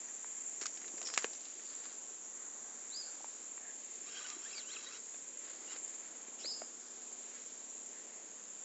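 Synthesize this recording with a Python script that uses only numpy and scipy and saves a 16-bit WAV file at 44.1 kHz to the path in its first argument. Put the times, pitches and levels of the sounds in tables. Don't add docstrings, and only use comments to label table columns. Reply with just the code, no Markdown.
import sys
import numpy as np
from scipy import signal
from scipy.fft import rfft, irfft
from scipy.io import wavfile
from scipy.ndimage import uniform_filter1d

SR = 44100
rng = np.random.default_rng(int(sys.argv[2]) if len(sys.argv) > 2 else 0)


def materialize(psi):
    bounded = np.clip(np.atleast_2d(psi).T, -1, 1)
    quanta = np.round(bounded * 32767).astype(np.int16)
    wavfile.write(sys.argv[1], SR, quanta)


def convert_level_to_amplitude(level_db):
    exponent = np.asarray(level_db, float) / 20
    return 10 ** exponent


N = 381024

# (time [s], middle level [dB], top over middle [dB])
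TICKS = [(0.085, -57, -15), (0.4077, -67, -12), (0.7723, -56, 3.5), (0.814, -57, -11), (0.8425, -52, -17),
         (0.879, -58, 4), (0.979, -54, -1), (1.0272, -57.5, 4), (1.0588, -58.5, 5), (1.0701, -53.5, 10),
         (1.1435, -57, 13), (1.1595, -51.5, -1), (1.3321, -61, 9.5), (1.3489, -60.5, 4), (1.4065, -70, 14),
         (1.452, -64, 9), (1.5938, -58, -15), (4.5789, -54.5, 4), (4.747, -56.5, -10.5), (4.9703, -59, 0),
         (5.7609, -53.5, -2), (5.88, -63.5, 3), (5.9015, -70.5, 5), (5.9407, -64.5, 3), (6.211, -65.5, 3)]
# (time [s], middle level [dB], top over middle [dB])
CLACKS = [(0.6126, -50, 4), (0.6163, -49.5, 4.5), (0.6215, -53.5, 3), (0.6262, -51, 4.5),
          (0.6353, -54, 3.5), (0.6565, -44.5, 2.5), (0.6599, -57.5, 8.5), (0.6644, -53.5, 13),
          (0.669, -53.5, -2), (1.0151, -52, 1), (1.0877, -53, 0.5), (1.0998, -51, 0), (1.1382, -47.5, 3),
          (1.176, -33, 0), (1.1821, -54.5, 1.5), (1.1865, -51, 5), (1.194, -53, -2), (1.2222, -55, 5),
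          (3.577, -55, -20), (4.2632, -56, 0.5), (4.3006, -54.5, 7)]
# (frequency [Hz], level over the middle [dB])
TICK_BODY = (750, -13.5)
CLACK_BODY = (1250, -4)
# (time [s], body frequency [Hz], body level [dB], crack over body [dB])
KNOCKS = [(0.2445, 1000, -52.5, -3.5), (0.6163, 395, -49.5, -20), (0.9376, 333, -51.5, -27),
          (1.0151, 750, -54, -20), (1.176, 1166, -38, -22), (1.1765, 2170, -36, -22),
          (1.2435, 460, -37.5, 1.5), (1.2443, 1106, -41, -23), (3.2059, 805, -53, -24),
          (3.2436, 905, -46.5, -12), (4.3647, 344, -53, -17), (5.1431, 705, -57.5, 1.5),
          (5.7609, 580, -60, -7.5), (6.281, 346, -54, -4.5), (6.4465, 564.5, -47, -6),
          (6.4561, 294, -54, 3), (6.6183, 660, -41.5, -15.5), (6.6181, 1310, -51, -15)]
# (frequency [Hz], width [Hz], level [dB])
REEL_MODES = [(1600, 1520, -1.5), (2420, 1400, -2), (4500, 3400, -4.5), (5800, 1300, -3.5), (6910, 1160, 4)]
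# (time [s], slip rate or
# ring frequency [Hz], level [dB])
SQUEAKS = [
    [(4.05, 1050, -68), (4.085, 1250, -69), (4.11, 1600, -73), (4.14, 1570, -71.5), (4.165, 1606, -57.5),
     (4.185, 1600, -58.5), (4.2, 1340, -68.5)],
    [(4.205, 1193, -58), (4.235, 1310, -69.5), (4.255, 1513, -52), (4.275, 1520, -67)],
    [(4.28, 1228, -66), (4.32, 1190, -62), (4.365, 1190, -65)],
    [(4.42, 1240, -69), (4.47, 1770, -60.5), (4.49, 1950, -70)],
    [(4.5, 2103, -82), (4.535, 2694, -62), (4.555, 2376, -63.5), (4.585, 2360, -60), (4.62, 1470, -72),
     (4.635, 1250, -81)],
    [(4.64, 1270, -68.5), (4.67, 1443, -75), (4.7, 1622, -66.5), (4.72, 1956, -68.5), (4.735, 2223, -63),
     (4.75, 1830, -68.5), (4.77, 1294, -60), (4.78, 1300, -74.5)],
    [(4.862, 1890, -72.5), (4.875, 1940, -59), (4.887, 1960, -80)],
    [(4.87, 1000, -74), (4.92, 1300, -67), (4.97, 1510, -75.5)],
    [(5.67, 1473, -73.5), (5.71, 1440, -71.5), (5.75, 1370, -73)],
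]
SQUEAK_GRIP_DB = [0, -8, -16, -14, 2.5, 1.5, 1.5, -1.5, 3.5]
# (frequency [Hz], gain [dB])
SPOOL_RESPONSE = [(1000, 0.5), (1600, 1.5), (2300, 1), (2700, 8.5), (3200, 10), (3900, 9), (4700, 8),
                  (7000, -10)]
# (time [s], length [s], level [dB])
GRIND = [
    (4.02, .37, -53.5),
    (4.35, .3, -56.5),
    (4.63, .37, -54.5),
    (5.648, 0.13, -54),
]
# (frequency [Hz], width [Hz], level [dB])
GRIT_MODES = [(1207, 23, -9), (1520, 180, -6.5), (2100, 340, -8), (2650, 530, 1), (3210, 130, -1),
              (3850, 240, 4), (4600, 120, 1.5), (5340, 200, 2), (5750, 180, -4)]
# (time [s], length [s], dull level [dB], bright level [dB])
RUSTLE = [(0, 0.19, -68, -73.5), (0.619, 0.46, -65.5, -67), (1.023, .14, -61.5, -63.5),
          (1.124, 0.19, -57, -58), (1.33, 0.31, -69.5, -65), (1.575, .45, -61.5, -61),
          (2.296, 0.21, -66, -72), (5.02, .15, -73.5, -74), (5.374, .3, -62, -63.5),
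          (5.623, 0.18, -59.5, -62.5), (5.898, .45, -65.5, -74.5), (7.197, 0.31, -67, -73),
          (7.85, .35, -71, -71.5)]
# (time [s], frequency [Hz], level [dB])
SCRAPE = [(1.04, 4600, -68.5), (1.055, 5500, -37), (1.09, 5280, -39), (1.115, 5100, -49),
          (1.135, 5040, -47.5), (1.15, 5000, -78)]
# (time [s], length [s], top frequency [Hz], level [dB])
BIRD = [
    (2.897, .148, 4957, -48.5),
    (6.425, .11, 5080, -41.5),
]
# (share of length [0-1], share of top frequency [0-1], level [dB])
WHISTLE = [(0, .66, -24.5), (.15, .79, -8.5), (.32, .93, -6), (.48, 1, -0.5), (.72, 1, -3), (.8, .95, -6),
           (1, .865, -11.5)]
# (time [s], level [dB])
CHORUS = [(0.0, -48), (0.77, -49), (1.01, -49), (2.02, -51), (2.33, -50), (3.37, -51.5), (3.46, -52),
          (4.38, -50), (4.64, -51), (5.8, -51), (5.97, -52.5), (6.42, -51.5), (6.83, -53), (7.39, -52.5),
          (8.64, -52.5)]
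# (time [s], lead of the throb [cycles], throb depth [0-1])
THROB = [(0, 0.12, 0.56), (.6, 0.46, 0.3), (1.5, .36, 0.15), (2.1, 0.32, 0.4), (2.6, 0.6, 0.1),
         (3.3, 0.76, 0.3), (3.9, 0.56, 0.44), (5, 1, 0.4), (5.6, 0.85, 0.38), (6.2, 0.9, 0.5),
         (6.7, 0.5, 0.1), (7.3, .56, 0.5), (8, 0.19, 0.2), (8.64, .43, 0)]
# (frequency [Hz], width [Hz], level [dB])
HIGH_BELLY = [(7399, 335, -0.5), (7000, 350, -3.5), (7345, 170, -7)]
LOW_BELLY = [(6737, 350, 2), (6365, 300, -7)]
# (frequency [Hz], level [dB])
CRICKETS = [(5930, -71.5), (5790, -73.5), (5520, -79)]
# (time [s], level [dB])
CRICKET_FADE = [(0, -2), (.9, 3), (1.5, -1), (3, 0), (4, -4.5), (8.64, -5.5)]
# (time [s], length [s],
# frequency [Hz], level [dB])
FAR_CALLS = [(0.039, 0.1, 1660, -69), (1.647, 0.1, 4600, -63.5), (1.74, 0.16, 4700, -69),
             (2.149, 0.58, 1924, -73.5), (2.404, 0.1, 1600, -69.5), (2.972, 0.21, 1520, -67.5),
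             (3.6, 0.16, 1760, -62), (6.389, 0.06, 5330, -55), (6.383, 0.059, 2800, -59),
             (7.254, 0.22, 2090, -71.5), (7.9, 0.13, 1810, -66)]
# (multiple of the firing rate [1], level [dB])
MOTOR = [(4, -80.5), (5, -79.5), (6, -78.5), (7, -75.5), (8, -79), (9, -79.5), (10, -81.5), (11, -83),
         (12, -83.5), (13, -81)]
# (time [s], level [dB])
MOTOR_RISE = [(0, -1), (3, -2), (4.5, 1.5), (8.64, 3)]
# (frequency [Hz], density [dB per Hz])
AIR = [(130, -8.5), (200, -3), (260, -1), (420, 1.5), (600, -0.5), (850, -3), (1300, -6), (2200, -7),
       (3200, -8.5), (4200, -9.5), (5300, -10), (6000, -8.5), (8000, -16.5)]
# (time [s], level [dB])
LAPS = [(1.08, 5.5), (1.85, 2), (2.65, 3.1), (4.14, 1.5), (5.63, 3.3), (6.42, 3.2), (7.05, 1.5),
        (8.06, 1.8)]


def knocks():
    body_cycles, crack_s, tail_s, tail_db = 3.2, 0.0016, 0.019, -19
    hits = []
    for rows, (hz, low), smear in ((TICKS, TICK_BODY, 3.0), (CLACKS, CLACK_BODY, 1)):
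        hits += [(s, hz, db + low, db, db + top, smear) for s, db, top in rows]
    hits += [(s, hz, db, db + crack, db + crack - 7, 1) for s, hz, db, crack in KNOCKS]

    out, t = np.zeros(N), np.arange(2048) / SR
    for s, hz, low_db, mid_db, top_db, smear in hits:
        fade = np.exp(-t / crack_s / smear) + convert_level_to_amplitude(tail_db) * np.exp(-t / tail_s)
        crack = rng.standard_normal(len(t)) * fade
        hollow = np.sin(2 * np.pi * hz * t) * np.exp(-t * hz * 2 / body_cycles)
        hollow = hollow + 0.55 * ring(crack, hz, 1.5 * hz)
        parts = ((ring(hollow, hz, 3 * hz), low_db + 1.5),
                 (body(crack, REEL_MODES[:2]), mid_db + 0.38),
                 (body(crack, REEL_MODES[2:]), top_db + 5.5))
        start = int(s * SR)
        for x, db in parts:
            onset_rms = np.sqrt(np.mean(x[:SR // 250] ** 2))
            out[start:start + len(t)] += x * convert_level_to_amplitude(db) / onset_rms
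    return out


def squeaks():
    shake, catch, out = flicker(.22, 500), flicker(2, 110), np.zeros(N)
    for table, grip_db in zip(SQUEAKS, SQUEAK_GRIP_DB):
        at, edges, (hz, db) = during(table)
        phase = tone(hz * shake[at])
        partials = 0
        for k in range(1, 4):
            gain_db = response(SPOOL_RESPONSE, k * hz) + grip_db * (k > 1) - 15 * (k == 3)
            partials = partials + convert_level_to_amplitude(gain_db) * np.sin(k * phase)
        out[at] += edges * catch[at] * convert_level_to_amplitude(db + 3.0) * partials
    return out


def grinding():
    attack_s, release_s = .08, .035
    grit, out = grains(2800, 1.5), np.zeros(N)
    rings = unit(sum(convert_level_to_amplitude(db) * flicker(2.2, 40) * unit(ring(grit, hz, w)) for hz, w, db in GRIT_MODES))
    rasp = unit(body(grit, [(1710, 1400, 0.5), (4300, 2400, 1.5)]))
    for s, length, level_db in GRIND:
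        at, edges, (db,) = during(stroke(s, length, attack_s, release_s, level_db))
        out[at] += edges * convert_level_to_amplitude(db) * (rings[at] + 0.47 * rasp[at])
    return out


def rustle():
    rub, out = grains(4000, 1.8) * flicker(2.6, 45), np.zeros(N)
    dull = unit(body(rub, [(1440, 1400, 0.85), (2160, 1340, -1.7)]))
    bright = unit(body(rub, [(3770, 3000, 0.0011), (5100, 850, 0)]))
    for s, length, *levels in RUSTLE:
        edge_s = .4 * length
        at, edges, (dull_db, bright_db) = during(stroke(s, length, edge_s, edge_s, *levels, rest_db=-12))
        out[at] += convert_level_to_amplitude(-1.0) * edges * (dull[at] * convert_level_to_amplitude(dull_db) + bright[at] * convert_level_to_amplitude(bright_db))
    return out


def scrape():
    out = np.zeros(N)
    at, edges, (hz, db) = during(SCRAPE)
    hiss = unit(body(rng.standard_normal(len(hz)), [(100, 260, 0)]))
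    out[at] += edges * convert_level_to_amplitude(db - 4.5) * hiss * np.sin(tone(hz))
    return out


def bird():
    wet_db, t60_s, bank_s, bank_db = -1.5, 0.36, .055, -1
    out, shake = np.zeros(N), flicker(.08, 300)
    for s, length, top, level_db in BIRD:
        course = [(s + length * share, top * pitch, level_db + d) for share, pitch, d in WHISTLE]
        at, edges, (hz, db) = during(course)
        phase = tone(hz * shake[at] ** (1 + 5 * (1 - hz / hz.max())))
        out[at] += edges * convert_level_to_amplitude(db + 6.5) * (np.sin(phase) + convert_level_to_amplitude(-29.5) * np.sin(2 * phase))
    t = np.arange(SR // 2) / SR
    fade = convert_level_to_amplitude(-60 * t / t60_s) + convert_level_to_amplitude(bank_db) * (t > bank_s) * np.exp(-(t - bank_s) / 0.0049)
    scatter = rng.standard_normal(len(t)) * fade * flicker(2.3, 65)[:len(t)]
    scattered = signal.fftconvolve(out, scatter / np.linalg.norm(scatter))[:N]
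    return convert_level_to_amplitude(-4) * out + convert_level_to_amplitude(wet_db) * scattered


def cicadas():
    throb_hz, low_db, low_follows = 18, -55.5, .6
    beat = np.cos(2 * np.pi * (throb_hz * np.arange(N) / SR + column(THROB, 1)))
    swell = np.sqrt(1 + np.clip(1.09 * column(THROB, 2), 0, .95) * beat)
    high = unit(body(grains(9000, 0.75), HIGH_BELLY)) * swell * flicker(1.0, 6)
    low = unit(body(grains(9000, 0.83), LOW_BELLY)) * swell ** 0.3 * flicker(0.48, 4.2)
    crowd_db = column(CHORUS, 1)
    return high * convert_level_to_amplitude(crowd_db + 1.5) + low * convert_level_to_amplitude(low_db + low_follows * (crowd_db - crowd_db.mean()))


def crickets():
    out = 0
    for hz, db in CRICKETS:
        line = unit(ring(rng.standard_normal(N), hz, 40))
        out = out + convert_level_to_amplitude(db + 2.5) * line * flicker(2.9, 5)
    return out * convert_level_to_amplitude(column(CRICKET_FADE, 1))


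def far_calls():
    out = np.zeros(N)
    for s, length, hz, db in FAR_CALLS:
        swell = np.hanning(int(length * SR)) ** 0.31
        breath = unit(body(rng.standard_normal(len(swell)), [(hz, 60 / length, 0)]))
        out[int(s * SR):int(s * SR) + len(swell)] += convert_level_to_amplitude(db) * swell * breath
    return out


def motor():
    firing_hz = 34.75
    phase = tone(firing_hz * flicker(0.0196, 1.5))
    out = 0
    for k, db in MOTOR:
        line = np.sin(round(k) * phase + 7 * rng.random())
        out = out + convert_level_to_amplitude(db + 2) * flicker(1.5, 2.5) * line
    return out * convert_level_to_amplitude(column(MOTOR_RISE, 1))


def air():
    level_db, lap_s = -59.5, 0.24
    hz = np.fft.rfftfreq(N, 1 / SR) + 1
    noise = rfft(rng.standard_normal(N)) * convert_level_to_amplitude(response(AIR, hz))
    half_octave = 2 * np.log2(hz)
    t = np.arange(N) / SR
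    lap = unit(convert_level_to_amplitude(sum(db * np.exp(-((t - s) / lap_s) ** 2) for s, db in LAPS)))
    out = 0
    for k in range(12, 27):
        band = irfft(noise * np.clip(1 - abs(half_octave - k), 0, 1), N)
        out = out + band * flicker(1.4, 4) * (lap if k < 21 else 1)
    return convert_level_to_amplitude(level_db) * unit(out)


def column(table, index):
    rows = np.array(table, float)
    return np.interp(np.arange(N) / SR, rows[:, 0], rows[:, index])


def response(table, hz):
    rows = np.array(table)
    return np.interp(np.log(hz), np.log(rows[:, 0]), rows[:, 1])


def unit(x):
    return x / np.sqrt(np.mean(x ** 2))


def ring(x, hz, width):
    return signal.lfilter(*signal.iirpeak(min(hz, .45 * SR), hz / width, SR), x)


def body(x, modes):
    out = 0
    for k, (hz, width, db) in enumerate(modes):
        out = out + (-1) ** k * convert_level_to_amplitude(db) * ring(ring(x, hz, width), hz, width)
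    return out


def grains(rate, spread_db):
    hit = np.flatnonzero(rng.random(N) < rate / SR)
    out = np.zeros(N)
    out[hit] = rng.standard_normal(len(hit)) * convert_level_to_amplitude(spread_db * rng.exponential(size=len(hit)))
    return unit(out)


def tone(hz):
    return 2 * np.pi * np.cumsum(hz) / SR


def flicker(db, rate):
    steps = np.repeat(rng.standard_normal(int(N / SR * rate) + 2), 8)
    steps = uniform_filter1d(uniform_filter1d(steps, 8), 8)
    return np.interp(np.arange(N) * rate * 8 / SR, np.arange(len(steps)), convert_level_to_amplitude(1.32 * db * steps))


def stroke(s, length, attack, release, *dbs, rest_db=-15):
    corners = ((s, rest_db), (s + attack, 0), (s + length - release, 0), (s + length, rest_db))
    return [(at, *(db + dip for db in dbs)) for at, dip in corners]


def during(table):
    rows = np.array(table, float).T
    at = slice(int(rows[0, 0] * SR), int(rows[0, -1] * SR))
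    t = np.arange(N)[at] / SR
    edges = np.clip(np.minimum(t - t[0], t[-1] - t) / 0.0024, 0, 1)
    return at, edges, [np.interp(t, rows[0], c) for c in rows[1:]]


def scene():
    near = knocks() + squeaks() + grinding() + rustle() + scrape()
    far = bird() + cicadas() + crickets() + far_calls() + motor() + air()
    return (near + far)[None]


def band_limit(x):
    return signal.sosfilt(signal.butter(12, 9030, fs=SR, output="sos"), x)


def record(dry):
    bass_hz, hiss_db, shelf_db = 223, -81.5, -68
    top_hz, shelf_hz, edge_hz = 7800, 8300, 8480
    heard = signal.sosfilt(signal.butter(4, bass_hz, "high", fs=SR, output="sos"), dry)
    hiss = unit(signal.lfilter([1], [1, -.95], rng.standard_normal(dry.shape)))
    heard = heard + convert_level_to_amplitude(hiss_db) * hiss
    kept = signal.sosfilt(signal.ellip(8, .5, 75, top_hz, fs=SR, output="sos"), heard)

    def noise_band(low_hz, high_hz):
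        sides = signal.ellip(6, .5, 60, (low_hz, high_hz), "band", fs=SR, output="sos")
        return signal.sosfilt(sides, rng.standard_normal(dry.shape))

    shelf, strip = noise_band(top_hz, shelf_hz), noise_band(shelf_hz, edge_hz)
    loudness = unit(uniform_filter1d(abs(heard), size=256))
    present = uniform_filter1d(1. * (flicker(1, 14) > .9), size=512)
    mix = kept + convert_level_to_amplitude(shelf_db) * loudness * (shelf + convert_level_to_amplitude(2.0) * present * strip)
    return band_limit(mix)


dry = scene()
out = record(dry)
materialize(out)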